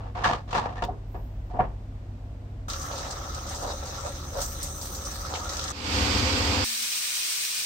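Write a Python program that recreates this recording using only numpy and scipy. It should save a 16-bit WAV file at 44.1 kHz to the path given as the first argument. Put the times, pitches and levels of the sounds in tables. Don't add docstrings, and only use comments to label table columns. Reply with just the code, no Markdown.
import sys
import numpy as np
from scipy import signal
from scipy.fft import rfft, irfft, next_fast_len
from scipy.io import wavfile
from scipy.ndimage import map_coordinates

SR = 44100
rng = np.random.default_rng(int(sys.argv[2]) if len(sys.argv) > 2 else 0)


def generate_wav(signal):
    frames = np.transpose(np.atleast_2d(signal))
    scaled = np.clip(frames, -1, 1) * 32767
    pcm = np.round(scaled).astype(np.int16)
    wavfile.write(sys.argv[1], SR, pcm)


N = 337365
TIME = np.arange(N) / SR
FFT_SIZE = next_fast_len(N + 8192, True)
FREQS = np.maximum(np.arange(FFT_SIZE // 2 + 1) * SR / FFT_SIZE, 1)
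RINSE_S, CABINET_S, BLAST_S = 2.683, 5.721, 6.643

# f/Hz, relative spectral density/dB
ROOM_SPECTRUM = [(25, -18.5), (45, -5), (75, -9.5), (125, -18.5), (172, -22), (262, -20.5), (400, -31),
                 (660, -29.5), (1060, -38.5), (6400, -56), (14000, -62.5), (16000, -100)]
PUMP_SPECTRUM = [(20, -25), (40, 7.5), (72, -1.5), (110, -2), (180, -12), (310, -12), (450, -20),
                 (700, -34)]
DUCT_SPECTRUM = [(25, -31), (55, 2), (80, -0.5), (115, -0.5), (150, -21), (190, -5), (220, -7), (285, -7.5),
                 (335, -13.5), (400, -11.5), (460, -9.5), (510, -3.5), (575, -14), (1000, -26), (1600, -72)]
RUSH_SPECTRUM = [(400, -13), (700, -6), (950, 0.5), (1350, -1), (1800, -4), (2400, -1.5), (4000, -4.5),
                 (4900, -2.5), (5800, -7), (8800, -13), (10500, -41), (12500, -18), (16000, -37)]
MURMUR_SPECTRUM = [(25, -2), (75, -3), (150, -7.5), (400, -4), (700, -5), (1200, -33)]
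FRICTION_SPECTRUM = [(11000, -27), (13200, 2), (15500, -5)]
THUD_SPECTRUM = [(50, 11.5), (130, 0), (240, -0.5), (300, -10), (380, 4.5), (490, 0), (600, -5), (950, -6),
                 (1400, -17), (3000, -43), (7000, -63)]
SCRAPE_SPECTRUM = [(100, -3.5), (220, -5), (400, -11.5), (600, -5.5), (950, 1), (1500, -9), (2200, -15.5),
                   (4000, -24), (6300, -31.5), (9000, -42), (13500, -53), (16000, -80)]
SPLASH_SPECTRUM = [(900, -24), (1700, 0.5), (2400, -10), (3100, -7.5), (3900, 1.5), (4500, -3.5),
                   (5600, 0.5), (7000, -6), (9000, -11), (12000, -64)]
MIST_SPECTRUM = [(4000, -55), (6000, 1.5), (7200, -12.5), (8400, -0.5), (9500, -8), (12000, -5.5),
                 (15500, -10)]
GUN_SPECTRUM = [(300, -61), (700, -24.5), (1080, -12.5), (1500, -10.5), (2400, -3), (3300, -3.5),
                (5900, -0.5), (7100, -4.5), (8800, 0.5), (10700, -4), (13000, -9), (16000, -8.5)]

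# f/Hz, relative level/dB
HUM_LINES = [(100, -41.5), (134, -52.5), (269, -66.5)]
THROB_LINES = [(40.5, -41), (54, -40)]
MOTOR_LINES = [(59, -38), (75.4, -32), (88, -34.5), (99, -40), (114, -42), (199, -47.5), (239, -43.5),
               (253, -42.5), (285.3, -36.5), (312, -47), (367, -53), (385, -48), (409, -45.5), (503, -46),
               (517, -44), (743, -53), (904, -53), (974, -57), (1093, -55)]

# f/Hz, bandwidth/Hz, relative gain/dB
DUCT_MODES = [(2640, 97, -7), (2790, 50, -15), (4660, 170, -4)]
PART_TRAY_MODES = [(494, 66, 4), (721, 42, 5), (936, 32, -15), (1180, 140, -5.5), (1725, 100, 0),
                   (2250, 130, -15), (4130, 90, -10), (4620, 130, -22)]
WET_TRAY_MODES = [(538, 89, -0.5), (720, 125, 1.5), (780, 105, -1.5), (915, 130, 0), (1180, 130, -8)]
FLOOR_MODE = [(552.7, 84, 0)]
HOLLOW_MODES = [(1175, 83, 2), (1287, 44, 4.5), (1340, 64, 5)]

# f/Hz, left minus right/dB
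DRONE_BALANCE = [(70, 0), (150, 7.5), (250, 4.5), (500, 3.5), (900, -24)]
RUSH_BALANCE = [(700, 10), (1300, -1), (2500, -7), (5000, -8), (8000, 0.5)]
GUN_BALANCE = [(1000, 0.5), (2500, 5.5), (3700, -6.5), (5800, -1.5), (8500, 5), (12000, 3.5), (15500, 1)]

# t/s, gain/dB
THROB_ENVELOPE = [(0.0, -2.5), (0.8, -6.5), (1.0, 1), (1.6, 3), (2.3, -4), (2.68, -0.5)]
# t/s, level/dB
BOOM_ENVELOPE = [(6.65, -61), (6.83, -58), (6.92, -72), (7.65, -72)]
# t/s, f/Hz, relative level/dB
SQUEAK_GLIDE = [(1.06, 12600, -80), (1.09, 13800, -74), (1.13, 13100, -70), (1.165, 14100, -70),
                (1.19, 13400, -68), (1.255, 13400, -69), (1.32, 15500, -77), (1.42, 15600, -85),
                (1.47, 14200, -77), (1.5, 12700, -79)]
# t/s, thud level/dB, ring level/dB
BUMPS = [(.823, -30.5, -41), (.884, -31, -36), (1.148, -35, -57), (1.536, -31, -42), (1.591, -24, -10.5)]
# f/Hz, relative level/dB, T60/s
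STEEL_MODES = [(937, -11.5, 0.096), (1400, -27, 0.093), (1497, -30, 0.091), (1694, -28, 0.14),
               (2300, -35, 0.096), (2790, -32, 0.09), (2850, -31, 0.065)]
# t/s, duration/s, slip rate/Hz, peak level/dB
JUDDERS = [(0.243, 0.0054, 1695, -16), (0.249, 0.0061, 980, -26), (0.295, 0.0065, 772, -18),
           (0.332, 0.014, 1147, -26), (0.579, 0.017, 896, -23), (0.663, 0.017, 915, -33),
           (0.773, 0.036, 1800, -44), (0.883, 0.019, 760, -26.5)]
# t/s, relative level/dB, treble gain/dB
CATCHES = [(0.155, -39, -32), (0.242, -18.5, 6.5), (0.251, -10, -13), (0.259, -17, -12), (0.287, -24, 5),
           (0.333, -20.5, -2), (0.529, -16.5, -24), (0.55, -28, -8), (0.577, -20, -5), (0.822, -14, -10.5),
           (0.838, -21.5, 3.5), (1.603, -24.5, -19)]
# t/s, duration/s, level/dB, rasp gain/dB, treble gain/dB
STROKES = [(0.0, 0.076, -44.5, -6.5, -19.5), (0.148, 0.089, -37, -3.5, -16), (0.235, 0.034, -33, 6.5, -6),
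           (0.275, 0.08, -32.5, -7.5, -15.5), (0.475, 0.033, -52.5, 0, -4.5), (0.506, 0.013, -45, -2, -1),
           (0.525, 0.047, -29.5, -0.5, -9.5), (0.593, 0.06, -37, -6.5, -20), (0.654, 0.011, -39, -6.5, -27),
           (0.686, 0.059, -45.5, -10, -20), (0.752, 0.036, -44.5, 1, -11.5),
           (0.822, 0.008, -30.5, -24, -17.5), (1.141, 0.012, -41, -9, -26), (1.496, 0.03, -47, -12, -21),
           (1.542, 0.035, -38.5, -16, -37), (1.588, 0.019, -25.5, -7, -44), (1.606, 0.024, -50, -8, -17)]
# t/s, relative level/dB, starting f/Hz
GURGLES = [(5.228, -40, 1290), (5.248, -33, 1300), (5.416, -29, 1230), (5.454, -32, 1370),
           (5.487, -35, 1335), (5.531, -37, 1300), (5.588, -33, 1370), (5.65, -35, 1340),
           (5.705, -31, 1180)]
# t/s, relative level/dB, centre f/Hz, decay time/s
SPITS = [(2.7, -15, 4960, 0.019), (2.733, -20, 4200, 0.02), (2.815, -22, 6500, 0.025),
         (2.915, -22, 3880, 0.016), (2.979, -18, 5950, 0.022), (3.108, -17.5, 6050, 0.019),
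         (3.3465, -20.5, 6100, 0.017), (3.468, -24, 5840, 0.02), (3.492, -21, 8000, 0.016),
         (3.547, -20.5, 6300, 0.038), (3.858, -24.5, 5970, 0.043), (4.416, -13, 6700, 0.027),
         (4.629, -10, 8900, 0.018), (4.778, -28, 6050, 0.013), (4.813, -18.5, 6360, 0.025),
         (4.949, -21, 5930, 0.023), (5.051, -22, 6500, 0.02), (5.339, -18, 4500, 0.02),
         (5.353, -16.5, 2400, 0.014), (5.492, -16.5, 5570, 0.021), (5.533, -18, 5690, 0.013),
         (5.568, -14, 5500, 0.008), (5.593, -13.5, 4360, 0.008), (5.612, -16.5, 4520, 0.0072),
         (5.64, -14.5, 6160, 0.012), (5.679, -14.5, 4180, 0.0082)]
# centre t/s, duration/s, tray level/dB, floor mode level/dB
JET_SWEEPS = [(2.94, 0.069, -41.5, -43), (3.05, 0.21, -41.5, -48.5), (3.25, 0.077, -47, -49),
              (3.373, 0.051, -43, -59), (3.53, 0.12, -45.5, -46), (3.65, 0.047, -36, -36),
              (3.707, 0.057, -37, -37.5), (3.837, 0.014, -42, -38), (3.933, 0.13, -42.5, -52),
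              (4.07, 0.047, -36, -36), (4.369, 0.048, -37.5, -34), (4.41, 0.039, -34.5, -43),
              (5.353, 0.084, -35, -55), (5.578, 0.33, -45, -48.5)]
# t/s, splash/dB, mist/dB, hollow/dB
RINSE_ENVELOPES = [(2.69, -45.5, -51.5, -41), (2.87, -49.5, -54, -43), (3.0, -45.5, -66, -47.5),
                   (3.25, -51.5, -76, -44.5), (3.55, -48.5, -53, -45.5), (3.8, -51.5, -63, -49.5),
                   (4.05, -46.5, -58, -48), (4.3, -54, -58.5, -55), (4.42, -50.5, -43, -47),
                   (4.65, -46.5, -49, -51.5), (4.76, -57.5, -48.5, -51.5), (4.85, -50, -42.5, -50.5),
                   (5.25, -47.5, -52, -46), (5.43, -47.5, -56, -43), (5.54, -43.5, -52, -43.5),
                   (5.72, -44, -54, -42.5)]


def undb(db):
    return 10 ** (np.asarray(db) / 20)


def unit(x):
    return x / np.sqrt(np.mean(x ** 2))


def tracks(rows):
    times, *columns = np.transpose(rows)
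    return [np.interp(TIME, times, column) for column in columns]


def gate(start, end):
    return np.clip(np.minimum(TIME - start, end - TIME) / .002 + .5, 0, 1)


def burst(onset, t60, attack_s):
    age = np.clip(TIME - onset, 0, 1)
    return (1 - np.exp(-age / attack_s)) * np.exp(-np.log(1000) * age / t60)


def swell(full_s, gain_db, db_per_s):
    return undb(gain_db - db_per_s * np.clip(full_s - TIME, 0, 1))


def colour(points):
    hz, db = np.transpose(points)
    return undb(np.interp(np.log(FREQS), np.log(hz), db))


def resonance(modes):
    return sum(undb(db) / (1 + 1j * (FREQS / hz - hz / FREQS) * hz / width) for hz, width, db in modes)


def above(hz, order):
    return 1 / np.sqrt(1 + (hz / FREQS) ** (2 * order))


def below(hz, order):
    return 1 - above(hz, order) ** 2


def filtered(x, response):
    return irfft(rfft(x, FFT_SIZE) * response, FFT_SIZE)[..., :N]


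def diffuse(pair, response, gap_m=0.14):
    coherence = .99 * np.sinc(2 * FREQS * gap_m / 343)
    mid, side = filtered(pair, response * np.sqrt([1 + coherence, 1 - coherence]))
    return unit(np.array([mid + side, mid - side]))


def pan(x, balance):
    half = np.sqrt(colour(balance))
    return filtered(x, np.array([half, 1 / half]))


def walk(rate):
    knots = rng.standard_normal(4096)
    return 1.2 * np.interp(TIME * rate, np.arange(len(knots)), knots)


def noise():
    return rng.standard_normal((2, N))


def grains(rate, spread_db):
    strength = undb(spread_db * np.minimum(rng.exponential(size=N), 5))
    return unit(noise() * strength * (rng.random(N) < rate / SR))


def flicker(x, depth_db, rate):
    hz, times, cells = signal.stft(x, SR, nperseg=256)
    knots = rng.standard_normal((24, 1024))
    place = np.meshgrid(np.log1p(hz / 1000) * 7, times * rate, indexing="ij")
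    gain = undb(depth_db * map_coordinates(knots, place, order=1))
    return signal.istft(cells * gain, SR)[1][..., :N]


def echoes(x, t60, wet_db):
    age = TIME[:SR // 2]
    tail = rng.standard_normal((2, len(age))) * burst(0, t60, attack_s=0.0013)[:len(age)]
    tail /= np.sqrt(np.sum(tail ** 2, axis=1, keepdims=True))
    return x + undb(wet_db) * filtered(x, rfft(tail, FFT_SIZE))


def tones(lines, wander, rate):
    out = np.zeros(N)
    for hz, db in lines:
        cycles = np.cumsum(hz * (1 + wander * walk(rate))) / SR + rng.random()
        out += np.sqrt(2) * undb(db) * np.sin(2 * np.pi * cycles)
    return out


def workshop():
    throb_db, = tracks(THROB_ENVELOPE)
    throb = tones(THROB_LINES, wander=0.012, rate=6.25) * undb(throb_db)
    rumble = undb(-41.5) * diffuse(noise(), colour(ROOM_SPECTRUM))
    return rumble + tones(HUM_LINES, wander=0.004, rate=7.4) + throb


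def pump():
    rumble = undb(-38.0) * diffuse(noise(), colour(PUMP_SPECTRUM))
    return rumble + tones([(75.4, -42.0)], wander=0.033, rate=8.1)


def cabinet_air():
    murmur = undb(-56.0) * unit(filtered(noise(), colour(MURMUR_SPECTRUM)))
    boom_db, = tracks(BOOM_ENVELOPE)
    return murmur + undb(boom_db) * diffuse(noise(), resonance([(231.2, 11, 0)]) ** 2)


def extractor():
    duct = undb(-6.5) * diffuse(noise(), colour(DUCT_SPECTRUM))
    motor = undb(25.5) * tones(MOTOR_LINES, wander=0.00308, rate=25)
    drone = pan(duct + motor, DRONE_BALANCE) * swell(full_s=5.965, gain_db=-26.5, db_per_s=67)
    rush = diffuse(noise(), colour(RUSH_SPECTRUM) * (1 + resonance(DUCT_MODES)))
    rush = pan(rush, RUSH_BALANCE) * undb(.5 * walk(90))
    return drone + echoes(rush, t60=0.11, wet_db=-10.0) * swell(full_s=5.94, gain_db=-27.5, db_per_s=82)


def squeaking(width_hz=350):
    hz, db = tracks(SQUEAK_GLIDE)
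    roughness = unit(filtered(rng.standard_normal(N), below(width_hz / 2, order=1)))
    whistle = undb(-4) * roughness * np.sin(2 * np.pi * np.cumsum(hz) / SR)
    hiss = undb(3) * diffuse(noise(), colour(FRICTION_SPECTRUM))
    return gate(SQUEAK_GLIDE[0][0], SQUEAK_GLIDE[-1][0]) * undb(db) * (whistle + hiss)


def ticking(onset=0.8507):
    impulse = undb(-22) * (np.arange(N) == int(onset * SR))
    return filtered(impulse, above(2500, order=1))


def bumping(tray_hz=739):
    blows, note = np.zeros((2, N))
    for onset, thud_db, ring_db in BUMPS:
        blows += undb(thud_db) * burst(onset, t60=0.3, attack_s=0.0014)
        ring = undb(ring_db) * burst(onset, t60=0.099, attack_s=0.0013)
        note += ring * np.sin(2 * np.pi * tray_hz * (TIME - onset))
    return echoes(blows * diffuse(noise(), colour(THUD_SPECTRUM)), t60=0.24, wet_db=-12) + note


def clinking():
    out = np.zeros((2, N))
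    age = TIME[:SR // 4]
    for onset, db, _ in CATCHES:
        start = int(onset * SR)
        for hz, mode_db, t60 in STEEL_MODES:
            strength = undb(db + mode_db + 2.5 * rng.standard_normal())
            phase = 2 * np.pi * (hz * age + rng.random((2, 1)))
            out[:, start:start + len(age)] += strength * np.sin(phase) * np.exp(-np.log(1000) * age / t60)
    return out


def juddering():
    out = np.zeros(N)
    for onset, length, hz, db in JUDDERS:
        progress = np.clip((TIME - onset) / length, 0, 1)
        envelope = np.tanh(3 * np.sin(np.pi * progress) ** 2)
        cycles = np.cumsum(hz * (1 + 0.038 * walk(320))) / SR
        out += undb(db) * envelope * np.sin(2 * np.pi * cycles)
    return out


def stroke(onset, length, bite_s=0.0058, release_db_per_s=305):
    bite = np.clip((TIME - onset) / bite_s, 0, 1)
    return bite * undb(-release_db_per_s * np.clip(TIME - onset - length, 0, 1))


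def scraping():
    low, rasp, grit = np.zeros((3, N))
    for onset, length, db, rasp_db, grit_db in STROKES:
        force = stroke(onset, length) * undb(db)
        low += force
        rasp += force * undb(rasp_db)
        grit += force * undb(grit_db)
    for onset, db, treble_db in CATCHES:
        crack = undb(db - 14.0) * burst(onset, t60=0.039, attack_s=0.00055)
        low += crack
        rasp += crack * undb(treble_db / 2 + 7.5)
        grit += crack * undb(treble_db)
    bunching = undb(2.4 * walk(220))
    slips = bunching * (grains(rate=9000, spread_db=1.0) + 0.55 * noise())
    body = colour(SCRAPE_SPECTRUM) * (1 + resonance(PART_TRAY_MODES))
    over_low, over_rasp = above(955, order=5) ** 2, above(2930, order=4) ** 2
    scrape = low * diffuse(slips, body * (1 - over_low))
    scrape += rasp * diffuse(slips, body * (over_low - over_rasp))
    scrape += grit * diffuse(slips, body * over_rasp)
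    return echoes(scrape + juddering() + clinking(), t60=0.091, wet_db=-11.0)


def nozzle():
    sputter = undb(1.5 * walk(25))
    return undb(-49.5) * sputter * diffuse(noise(), resonance([(6190, 570, 0)]) ** 2)


def gurgling(rise_per_s=0.88):
    out = np.zeros((2, N))
    for onset, db, hz in GURGLES:
        span = slice(int(onset * SR), int(onset * SR) + SR // 4)
        age = np.clip(TIME[span] - onset, 0, 1)
        cycles = hz * age * (1 + rise_per_s * age / 2) + rng.random((2, 1)) / 2
        envelope = undb(db + 5.5) * burst(onset, t60=0.049, attack_s=0.0025)[span]
        out[:, span] += envelope * np.sin(2 * np.pi * cycles)
    return out


def spitting():
    out = np.zeros((2, N))
    age = TIME[:SR // 4]
    for onset, db, hz, decay in SPITS:
        envelope = np.exp(-age / decay) + undb(-10) * np.exp(-age / 0.00046)
        band = signal.butter(2, np.array([2 / 3, 4 / 3]) * hz, "bandpass", fs=SR)
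        spray = unit(signal.lfilter(*band, rng.standard_normal((2, len(age)))))
        start = int(onset * SR)
        out[:, start:start + len(age)] += undb(db - 16.0) * spray * envelope
    return out


def jet_sweeps():
    power = sum(undb([[tray_db], [floor_db]]) ** 2 * np.exp(-np.pi * ((TIME - centre) / length) ** 2)
                for centre, length, tray_db, floor_db in JET_SWEEPS)
    return np.sqrt(power)


def rinsing():
    splash_db, mist_db, hollow_db = tracks(RINSE_ENVELOPES)
    on_tray, on_floor = jet_sweeps()
    wobble, hollow_wobble = undb(1.0 * walk(22)), undb(1.3 * walk(22))
    drops = grains(rate=5000, spread_db=-1.0) + .5 * noise()
    drops = flicker(drops, depth_db=3.5, rate=32) * undb(1.0 * walk(90))
    splash_gain = np.hypot(undb(splash_db + 5.0), on_tray * undb(-6.5))
    splash = diffuse(drops, colour(SPLASH_SPECTRUM)) * wobble * splash_gain
    mist = diffuse(drops, colour(MIST_SPECTRUM)) * wobble * undb(mist_db + 5.5)
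    tray_response = resonance(WET_TRAY_MODES) * above(300, order=3) * below(1770, order=4)
    tray = diffuse(grains(rate=1500, spread_db=2.0), tray_response) * np.hypot(undb(-48.5), on_tray)
    floor = diffuse(noise(), resonance(FLOOR_MODE) ** 2) * np.hypot(undb(-52), on_floor)
    hollow_response = resonance(HOLLOW_MODES) * above(1040, order=8) * below(1450, order=6)
    hollow_gain = np.hypot(undb(hollow_db + 2.0) * hollow_wobble, on_tray * undb(-13))
    hollow = diffuse(grains(rate=600, spread_db=0.5), hollow_response) * hollow_gain
    return splash + mist + tray + floor + hollow


def blasting():
    air_and_grit = noise() + undb(-1.0) * grains(rate=12000, spread_db=2.5)
    jet = diffuse(air_and_grit, colour(GUN_SPECTRUM)) * undb(.5 * walk(40))
    return undb(-28) * echoes(pan(jet, GUN_BALANCE), t60=0.049, wet_db=-5.5)


def scene():
    scrape = workshop() + scraping() + bumping() + ticking() + squeaking()
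    rinse = rinsing() + nozzle() + pump() + spitting() + gurgling()
    drone = extractor()
    blast = blasting() + cabinet_air()
    return (scrape * gate(-1, RINSE_S) + rinse * gate(RINSE_S, CABINET_S)
            + drone * gate(CABINET_S, BLAST_S) + blast * gate(BLAST_S, 10))


def record(dry):
    bass_cut = above(31, order=8)
    notch = 1 - 1.07 * resonance([(10590, 3630, 0)])
    top_cut = signal.ellip(10, .2, 80, 15750, fs=SR, output="sos")
    return signal.sosfilt(top_cut, filtered(dry, bass_cut * notch))


dry = scene()
out = record(dry)
generate_wav(out)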